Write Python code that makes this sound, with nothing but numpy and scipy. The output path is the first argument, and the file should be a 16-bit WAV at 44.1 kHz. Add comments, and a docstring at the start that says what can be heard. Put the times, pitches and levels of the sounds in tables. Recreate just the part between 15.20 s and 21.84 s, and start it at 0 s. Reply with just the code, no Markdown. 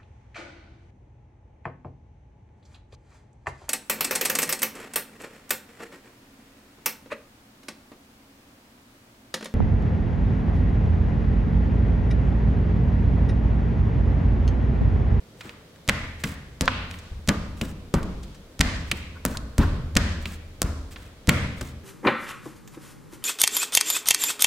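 """Bare feet slap and boom on a sprung stage floor, close up and in stereo: one dancer repeats a three-beat
figure, a flat stamp forward, a scuff as the foot swings back, a step into place, then the other foot.
Skin slaps the mat and squeezes out pockets of air, the weight of the leg booms in the deck,
and a rehearsal room with a faint ventilation rush answers for about a second."""
import sys
import numpy as np
from scipy import signal
from scipy.fft import rfft, irfft, next_fast_len
from scipy.io import wavfile
from scipy.ndimage import uniform_filter1d

SR = 44100
rng = np.random.default_rng(int(sys.argv[2]) if len(sys.argv) > 2 else 0)


def transcribe(signal):
    """Save signal, clipped to [-1, 1], as a 16-bit WAV file at the path in sys.argv[1]."""
    frames = np.atleast_2d(signal).T
    limited = np.clip(frames, -1, 1)
    pcm = np.round(limited * 32767).astype(np.int16)
    wavfile.write(sys.argv[1], SR, pcm)


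N = 292824
WEIGHT_LAG_S = 0.0062  # in stamps and scuffs the weight lands this long after the first slap


def amp(db):
    """Decibels to gain."""
    return 10 ** (np.asarray(db) / 20)


def unit(x):
    """x at rms 1."""
    return x / np.sqrt(np.mean(x ** 2) + 1e-20)


def per_ms(x):
    """x with the energy of one millisecond at full level."""
    return x / np.sqrt(np.sum(x ** 2) / (SR / 1000) + 1e-20)


def along(points, hz):
    """Read a curve of (f/Hz, value) points on a log frequency axis."""
    f, v = np.transpose(points)
    return np.interp(np.log(hz + 1), np.log(f), v)


def add(track, s, sound):
    """Mix a sound into the track at s seconds."""
    part = track[..., max(round(s * SR), 0):][..., :sound.shape[-1]]
    part += sound[..., :part.shape[-1]]


def filtered(x, response):
    """x through a frequency response."""
    n = x.shape[-1]
    m = next_fast_len(n + 8192)
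    return irfft(rfft(x, m) * response(np.fft.rfftfreq(m, 1 / SR)), m)[..., :n]


def shaped(x, gain):
    """Minimum-phase EQ, so nothing rings ahead of an attack."""
    m = 2 * next_fast_len(len(x))
    cepstrum = irfft(np.log(gain(np.fft.rfftfreq(m, 1 / SR) + 1) + 1e-6))
    cepstrum[1:m // 2] *= 2
    cepstrum[m // 2 + 1:] = 0
    return irfft(rfft(x, m) * np.exp(rfft(cepstrum)))[:len(x)]


def coloured(x, points):
    """x through an EQ curve of (f/Hz, level/dB) points."""
    return shaped(x, lambda hz: amp(along(points, hz)))


def crackle(envelope, passes=6):
    """A random burst of energy 1, by turns flattened in spectrum and clipped to the envelope."""
    x = envelope * rng.standard_normal(len(envelope))
    limit = 2.5 * envelope / np.linalg.norm(envelope)
    for _ in range(passes):
        x = irfft(np.exp(1j * np.angle(rfft(x))), len(x))
        x = np.clip(x, -limit, limit)
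    return x / np.linalg.norm(x)


def diffuse(n):
    """White stereo noise as a room delivers it: alike in the bass, unrelated in the treble."""
    # stereo image of the room: f/Hz, left-right correlation
    likeness = [(60, 1), (290, 0.92), (640, 0.72), (1400, 0.27), (3000, 0)]
    angle = lambda hz: np.arccos(np.clip(along(likeness, hz), -1, 1)) / 2
    spread = lambda hz: np.array([np.cos(angle(hz)), np.sin(angle(hz))])
    mid, side = filtered(rng.standard_normal((2, n)), spread)
    return np.array([mid + side, mid - side])


def ventilation(level_db=-50):
    """Room tone: a faint, steady rush of air."""
    # colour of the rush: f/Hz, level/dB
    rush_eq = [(12, -54), (20, -6), (120, -1), (285, -7.5), (446, -8.5), (485, -5.5), (527, -8.5),
               (759, -17), (849, -17.5), (2320, -21.5), (2750, -24.5), (3160, -21), (16000, -36.5)]
    return amp(level_db) * unit(filtered(diffuse(N), lambda hz: amp(along(rush_eq, hz))))


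def in_room(sound, room_db=0, build_up_s=0.031, early_t60=0.039, wall_s=0.151, wall_db=-3, wall_t60=0.19):
    """A close sound, its early scatter and the room's tail, which is new for every spot on the floor."""
    # decay of the tail: f/Hz, t60/s
    tail_t60 = [(50, 1.15), (200, 1.13), (600, 0.83), (2000, 0.87), (4000, 0.87), (8000, 0.7), (15000, .36)]
    # colour of the tail: f/Hz, level/dB
    tail_eq = [(40, -1.5), (200, -6.5), (500, -5), (800, -1.5), (1100, 0), (2200, -7), (4500, -8.5),
               (8000, -15), (15000, -17.5)]
    # scatter off floor and legs: f/Hz, level/dB
    early_eq = [(200, -10.5), (750, -2.5), (1100, 4), (1600, 0.5), (2100, -8), (4000, -5.5), (15000, -21)]
    # colour mismatch of the two microphone ports: f/Hz, left minus right/dB
    balance = [(60, 1), (900, 1.4), (1900, -1), (3300, -4.5), (4800, 4), (7500, -2.5), (10000, 1.5),
               (13000, -10.5), (15000, -4)]
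    hz, t, noise = signal.stft(diffuse(SR), SR, nperseg=256)

    def decay(eq, t60):
        return amp(along(eq, hz)[:, None] - 60 * t / t60) * np.sqrt(2 * np.log(1000) / (t60 * SR))

    late = amp(room_db) * decay(tail_eq, along(tail_t60, hz)[:, None]) * (1 - np.exp(-t / build_up_s))
    late *= np.hypot(1, amp(wall_db - 60 * np.abs(t - wall_s) / wall_t60))  # the far wall answers
    early = decay(early_eq, early_t60) * (t > 0)
    impulse = signal.istft(noise * np.hypot(late, early), SR, nperseg=256)[1]
    heard = signal.fftconvolve(sound[None], impulse, axes=1)
    lead_s = 0.5 / SR  # the right port hears first
    log_ratio = lambda f: np.log(amp(along(balance, f))) - 2j * np.pi * f * lead_s
    add(heard, 0, filtered(sound, lambda f: np.exp(np.outer([0.5, -0.5], log_ratio(f)))))
    return heard


def creak(length):
    """A short run of slips rings a panel joint's two resonances."""
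    # body of the joint: f/Hz, level/dB
    joint_eq = [(600, -31), (950, 0.5), (1110, 4), (1280, -9), (1470, 7), (1750, -6), (3500, -32)]
    slips = crackle(np.hanning(round(length * SR)))
    return unit(coloured(slips, joint_eq))


def brush(length, grain_db=3, pressure_db=2, attack=0.064, hold=2.8):
    """The sole slides in fine catches under uneven pressure, and lifts away."""
    # skin friction: f/Hz, level/dB
    friction_eq = [(300, -13), (1500, 6.5), (3000, 6.5), (5000, 2.5), (8000, 4.5), (12000, -5), (16000, -1)]
    n = round(length * SR)
    catches = unit(uniform_filter1d(rng.standard_normal(n), size=60))
    pressure = unit(uniform_filter1d(rng.standard_normal(n), size=500))
    friction = rng.standard_normal(n) * amp(grain_db * catches + pressure_db * pressure)
    progress = np.linspace(0, 1, n)
    stroke = (1 - np.exp(-progress / attack)) * np.cos(np.pi / 2 * progress ** hold) ** 2
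    return unit(coloured(friction, friction_eq)) * unit(stroke)


def boom(push_db, length, ring_db, rattle_db, thump_db, rebound=0.41, boards_db=-4, linger_db=-12):
    """The deck dips under the foot, springs back and rings; a longer contact rings it darker."""
    # the deck's low modes: f/Hz, level/dB, t60/s
    deck_modes = [(30.1, -29.5, 4), (58.48, -15, 1.15), (76.9, -16, 1.66), (91.4, -12.5, 1.15),
                  (125.2, -16.5, 0.673), (178.8, -13.5, 0.45), (214.4, -12, 0.21), (267.8, -11, 0.56)]
    # dense modes of the boards: f/Hz, level/dB
    boards_eq = [(20, 3), (45, 2), (80, 2.5), (130, 0.5), (200, 3), (300, 2), (500, -8), (900, -1),
                 (3000, -32.5)]
    # the panel thumping under a flat sole: f/Hz, level/dB
    thump_eq = [(70, -19.5), (140, 1.5), (225, 3.5), (320, -4.5), (450, -13.5), (700, -21), (2000, -54)]
    # its loose edges chattering just after the blow: f/Hz, level/dB
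    rattle_eq = [(100, -39), (300, 3.5), (560, 0.5), (780, -9), (1100, -2), (1500, -5.5), (2500, -12),
                 (5000, -26), (16000, -36)]
    t = np.arange(3 * SR // 2) / SR
    decay = lambda t60: amp(-60 * t / t60)
    lobe = lambda start, span: np.sin(np.pi * np.clip((t - start) / span, 0, 1)) ** 2
    push = rebound * lobe(length, 1.58 * length) - lobe(0, length)
    modes = np.zeros(len(t))
    for hz, db, t60 in deck_modes:
        gain = amp(db + rng.normal(0, 0.74))
        modes -= gain * decay(t60) * np.sin(2 * np.pi * hz * rng.normal(1, 0.01) * t)
    boards = unit(coloured(rng.standard_normal(len(t)), boards_eq))
    boards *= amp(boards_db) * (decay(t60=0.28) + amp(linger_db) * decay(t60=1.47))
    force = t * np.exp(-t / (length / 6))  # the heel bites fast and eases off slowly
    ring = signal.fftconvolve(modes + boards, force / force.sum())[:len(t)]
    rise = 1 - np.exp(-t / length)
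    burst = crackle((rise * decay(t60=0.09))[:8192])
    thump = per_ms(coloured(burst, thump_eq))
    rattle = unit(coloured(rng.standard_normal(len(t)), rattle_eq)) * decay(t60=0.28) * rise
    blow = amp(push_db) * push + amp(ring_db) * ring + amp(rattle_db) * rattle
    add(blow, 0, amp(thump_db) * thump)
    return blow


def slap(length, pocket_hz, knock_db, pop_db, snap_db, tilt_db, width_hz=600, pop_top_hz=4800,
         overtone=1.61, overtone_db=-11, linger_db=-28, linger_t60=0.062):
    """Skin closes on the mat in a short crackle: a low knock, a pop of trapped air, a bright snap."""
    # knock of the mat: f/Hz, level/dB
    knock_eq = [(60, -29), (250, 7), (400, -4), (580, 3.5), (800, -9), (1300, -7), (4000, -78)]
    # snap of the skin, before tilt_db per octave is added: f/Hz, level/dB
    snap_eq = [(500, -41), (2500, -5.5), (4800, 1), (6200, 2), (7700, 3.5), (10000, -2.5), (16000, -10.5)]
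    t = np.arange(4096) / SR
    u = t / (length / 4)
    closing = crackle(u * np.exp(1 - u) + amp(linger_db - 60 * t / linger_t60), passes=3)

    def tone(f):
        mode = lambda hz: 1 / np.hypot(1, (f - hz ** 2 / f) / width_hz)
        pocket = np.hypot(mode(pocket_hz), amp(overtone_db) * mode(overtone * pocket_hz))
        octaves = np.log2(np.maximum(f, snap_eq[0][0]))
        knock = amp(knock_db) * unit(amp(along(knock_eq, f)))
        pop = amp(pop_db) * unit(pocket / np.hypot(1, (f / pop_top_hz) ** 4))
        snap = amp(snap_db) * unit(amp(along(snap_eq, f) + tilt_db * octaves))
        return np.linalg.norm([knock, pop, snap], axis=0)

    return shaped(per_ms(closing), tone)


def weight_shifts(pocket_width_hz=340, leak_hz_per_s=110000):
    """Small foley around the beats: heels sink, soles pop and brush, and a panel joint creaks."""
    # a heel sinks without a slap: t/s, push/dB, contact/s, ring/dB, rattle/dB, thump/dB
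    heels = [(0.247, -39, 0.0029, -48, -48.5, -27.5), (1.915, -31, 0.0188, -13, -65, -46),
             (2.757, -8.5, 0.007, -31, -35.5, -21), (4.401, -12, 0.0113, -12, -29.5, -12),
             (5.442, -18.5, 0.0072, -18, -34, -24.5)]
    # air escapes a rolling or peeling sole: t/s, length/s, pocket/Hz, pop/dB, snap/dB, room/dB
    pops = [(0.207, 0.011, 2020, -29.5, -40.5, 8.5), (0.293, 0.0041, 2390, -31, -43, -11),
            (.5605, 0.0019, 1790, -49, -54, -8), (1.456, .0041, 1420, -36, -30, -2),
            (1.478, .0024, 1290, -7, -52, -3.5), (1.4797, 0.0077, 2600, -21, -48, 16),
            (1.7115, .003, 2600, -33.5, -36, -9), (1.741, .003, 1940, -32, -54, -1.5),
            (1.786, 0.0126, 1800, -43.5, -38.5, 15.5), (2.829, 0.0078, 2520, -39, -36.5, 13.5),
            (3.029, 0.02, 3500, -42, -39, 12), (3.145, 0.017, 1587, -46, -44, -3),
            (4.171, 0.0033, 4320, -26.5, -26, -3), (4.41, 0.039, 3350, -28, -55, 12),
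            (5.759, 0.011, 2110, -31, -64, 6)]
    # a sole brushes the mat: t/s, length/s, level/dB
    brushes = [(.169, 0.19, -58.5), (1.691, .13, -58), (4.069, 0.12, -48.5), (5.707, 0.052, -51.5),
               (5.74, 0.18, -59.5)]
    # the joint slips: t/s, length/s, level/dB
    creaks = [(2.773, 0.028, -43), (3.949, 0.037, -53.5), (4.138, 0.032, -44), (4.424, 0.02, -34)]
    for s, *blow in heels:
        yield s, in_room(boom(*blow))
    for s, length, pocket_hz, pop, snap, room in pops:
        width = pocket_width_hz + leak_hz_per_s * length  # a slow pocket leaks and rings more broadly
        yield s, in_room(slap(length, pocket_hz, pop - 14, pop, snap, tilt_db=-4, width_hz=width), room)
    for s, length, db in brushes:
        yield s, in_room(amp(db) * brush(length))
    for s, length, db in creaks:
        yield s, in_room(amp(db) * creak(length))


def steps(settle_lag_s=0.0092, settle_db=-12, load_s=0.0024, softening=0.59):
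    """Third beat: a dry knock that traps little air; the later the weight, the softer it loads the deck."""
    # the foot is set down: t/s, contact/s, pocket/Hz, knock/dB, snap/dB, tilt/(dB per octave), room/dB,
    # weight lag/s, push/dB, ring/dB, thump/dB
    cues = [(1.4094, 0.0024, 1970, -19, -15, -5, 4, .0024, -18.5, -18, -12.5),
            (2.7395, 0.005, 910, -15.5, -22, -4, -4, 0.00016, -7.5, -21, -9.5),
            (4.0515, 0.0015, 1570, -13.5, -13.5, 7.5, -1, 0.0047, -27, -18, -15.5),
            (4.381, 0.0033, 1830, -19.5, -22, .5, 7, .0068, -7, -10.5, -6.5),
            (5.4183, .0012, 1460, -16.5, -12, 1, -0.5, 0.0011, -26, -30.5, -23)]
    for s, length, pocket_hz, knock, snap, tilt, room, lag, push, ring, thump in cues:
        levels = np.array([knock, knock - 6, snap])  # knock, pop, snap
        yield s, in_room(slap(length, pocket_hz, *levels, tilt), room)
        settle = slap(0.00386, pocket_hz, *(levels + settle_db), tilt_db=-2)  # a second, softer touch
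        yield s + settle_lag_s, in_room(settle, room_db=0.5)
        weight = boom(push, load_s + softening * lag, ring, rattle_db=thump - 21.5, thump_db=thump)
        yield s + lag, in_room(weight)


def scuffs(skim_s=0.045, skim_db=-55, slide_s=0.13, load_s=0.004):
    """Second beat: the toes skim, the ball slaps with little weight behind it, the sole slides away."""
    # the ball glances off the mat: t/s, contact/s, pocket/Hz, pop/dB, snap/dB, load/dB, slide/dB, room/dB
    cues = [(1.037, 0.0082, 1920, -17, -22, -26, -46, 2), (2.412, 0.0073, 2620, -21, -26.5, -23, -51, -3.5),
            (3.714, 0.0062, 2420, -12, -18.5, -28.5, -55, 0.5),
            (5.055, 0.006, 2450, -21.5, -36, -33.5, -49, -.5),
            (6.41, 0.0091, 1590, -29, -28, -28.5, -52, -6.5)]
    for s, length, pocket_hz, pop, snap, load, slide, room in cues:
        yield s - skim_s, in_room(amp(skim_db) * brush(skim_s))
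        ball = slap(length, pocket_hz, load - 0.1, pop, snap, tilt_db=-1.5, width_hz=750)
        yield s, in_room(ball, room)
        weight = boom(load + 1, load_s, ring_db=load, rattle_db=load - 16, thump_db=load + 8)
        yield s + WEIGHT_LAG_S, in_room(weight)
        yield s, in_room(amp(slide) * brush(slide_s))


def stamps(toe_s=0.00108, arch_s=0.0028, ball_share=0.864, load_s=0.0056):
    """First beat: toes tick, the ball slaps until the arch claps shut on its air, and the deck booms."""
    # the sole rolls down: t/s, toes to ball/s, toes to arch/s, pocket/Hz, ball pop/dB, arch pop/dB,
    # arch snap/dB, tilt/(dB per octave), room/dB, ring/dB, thump/dB
    cues = [(.678, 0.0097, .016, 2070, -12, -8, -17, 1, 1, -19.5, -13.5),
            (2.0756, .0115, .0143, 1970, -37, -13.5, -14, -5, -2.5, -16, -6),
            (3.3929, .0139, 0.017, 1960, -18.5, -10, -9.5, -5.5, 4, -11, -15.5),
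            (4.754, .012, .0156, 1880, -12.5, -17.5, -8.5, -6.5, 2.5, -12, -11.5),
            (6.0736, 0.017, 0.019, 2110, -26, -6, -12, 4, 3.5, -12.5, -5.5)]
    for s, to_ball, to_arch, pocket_hz, ball_pop, arch_pop, snap, tilt, room, ring, thump in cues:
        toes = slap(toe_s, pocket_hz, knock_db=-31, pop_db=-37, snap_db=-26, tilt_db=-3.5)
        yield s, in_room(toes, room)
        ball_s = max(ball_share * (to_arch - to_ball), toe_s)
        ball = slap(ball_s, pocket_hz, knock_db=-18.5, pop_db=ball_pop, snap_db=-16, tilt_db=-5.5)
        yield s + to_ball, in_room(ball, room + 3)
        arch = slap(arch_s, pocket_hz, knock_db=-21, pop_db=arch_pop, snap_db=snap, tilt_db=tilt)
        yield s + to_arch, in_room(arch, room)
        weight = boom(ring - 4.5, load_s, ring, rattle_db=thump - 19, thump_db=thump)
        yield s + WEIGHT_LAG_S, in_room(weight)


def scene():
    """All the footwork in the room, over the ventilation."""
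    mix = ventilation()
    for s, sound in [*stamps(), *scuffs(), *steps(), *weight_shifts()]:
        add(mix, s, sound)
    return mix


def record(dry, low_cut_hz=26, top_hz=16000):
    """The camera drops the deepest bass, clips at full scale and cuts the top octave's edge steeply."""
    x = filtered(dry, lambda hz: 1j * hz / (low_cut_hz + 1j * hz))
    return filtered(np.clip(x, -1, 1), lambda hz: 1 / np.sqrt(1 + (hz / top_hz) ** 160))


dry = scene()
out = record(dry)
transcribe(out)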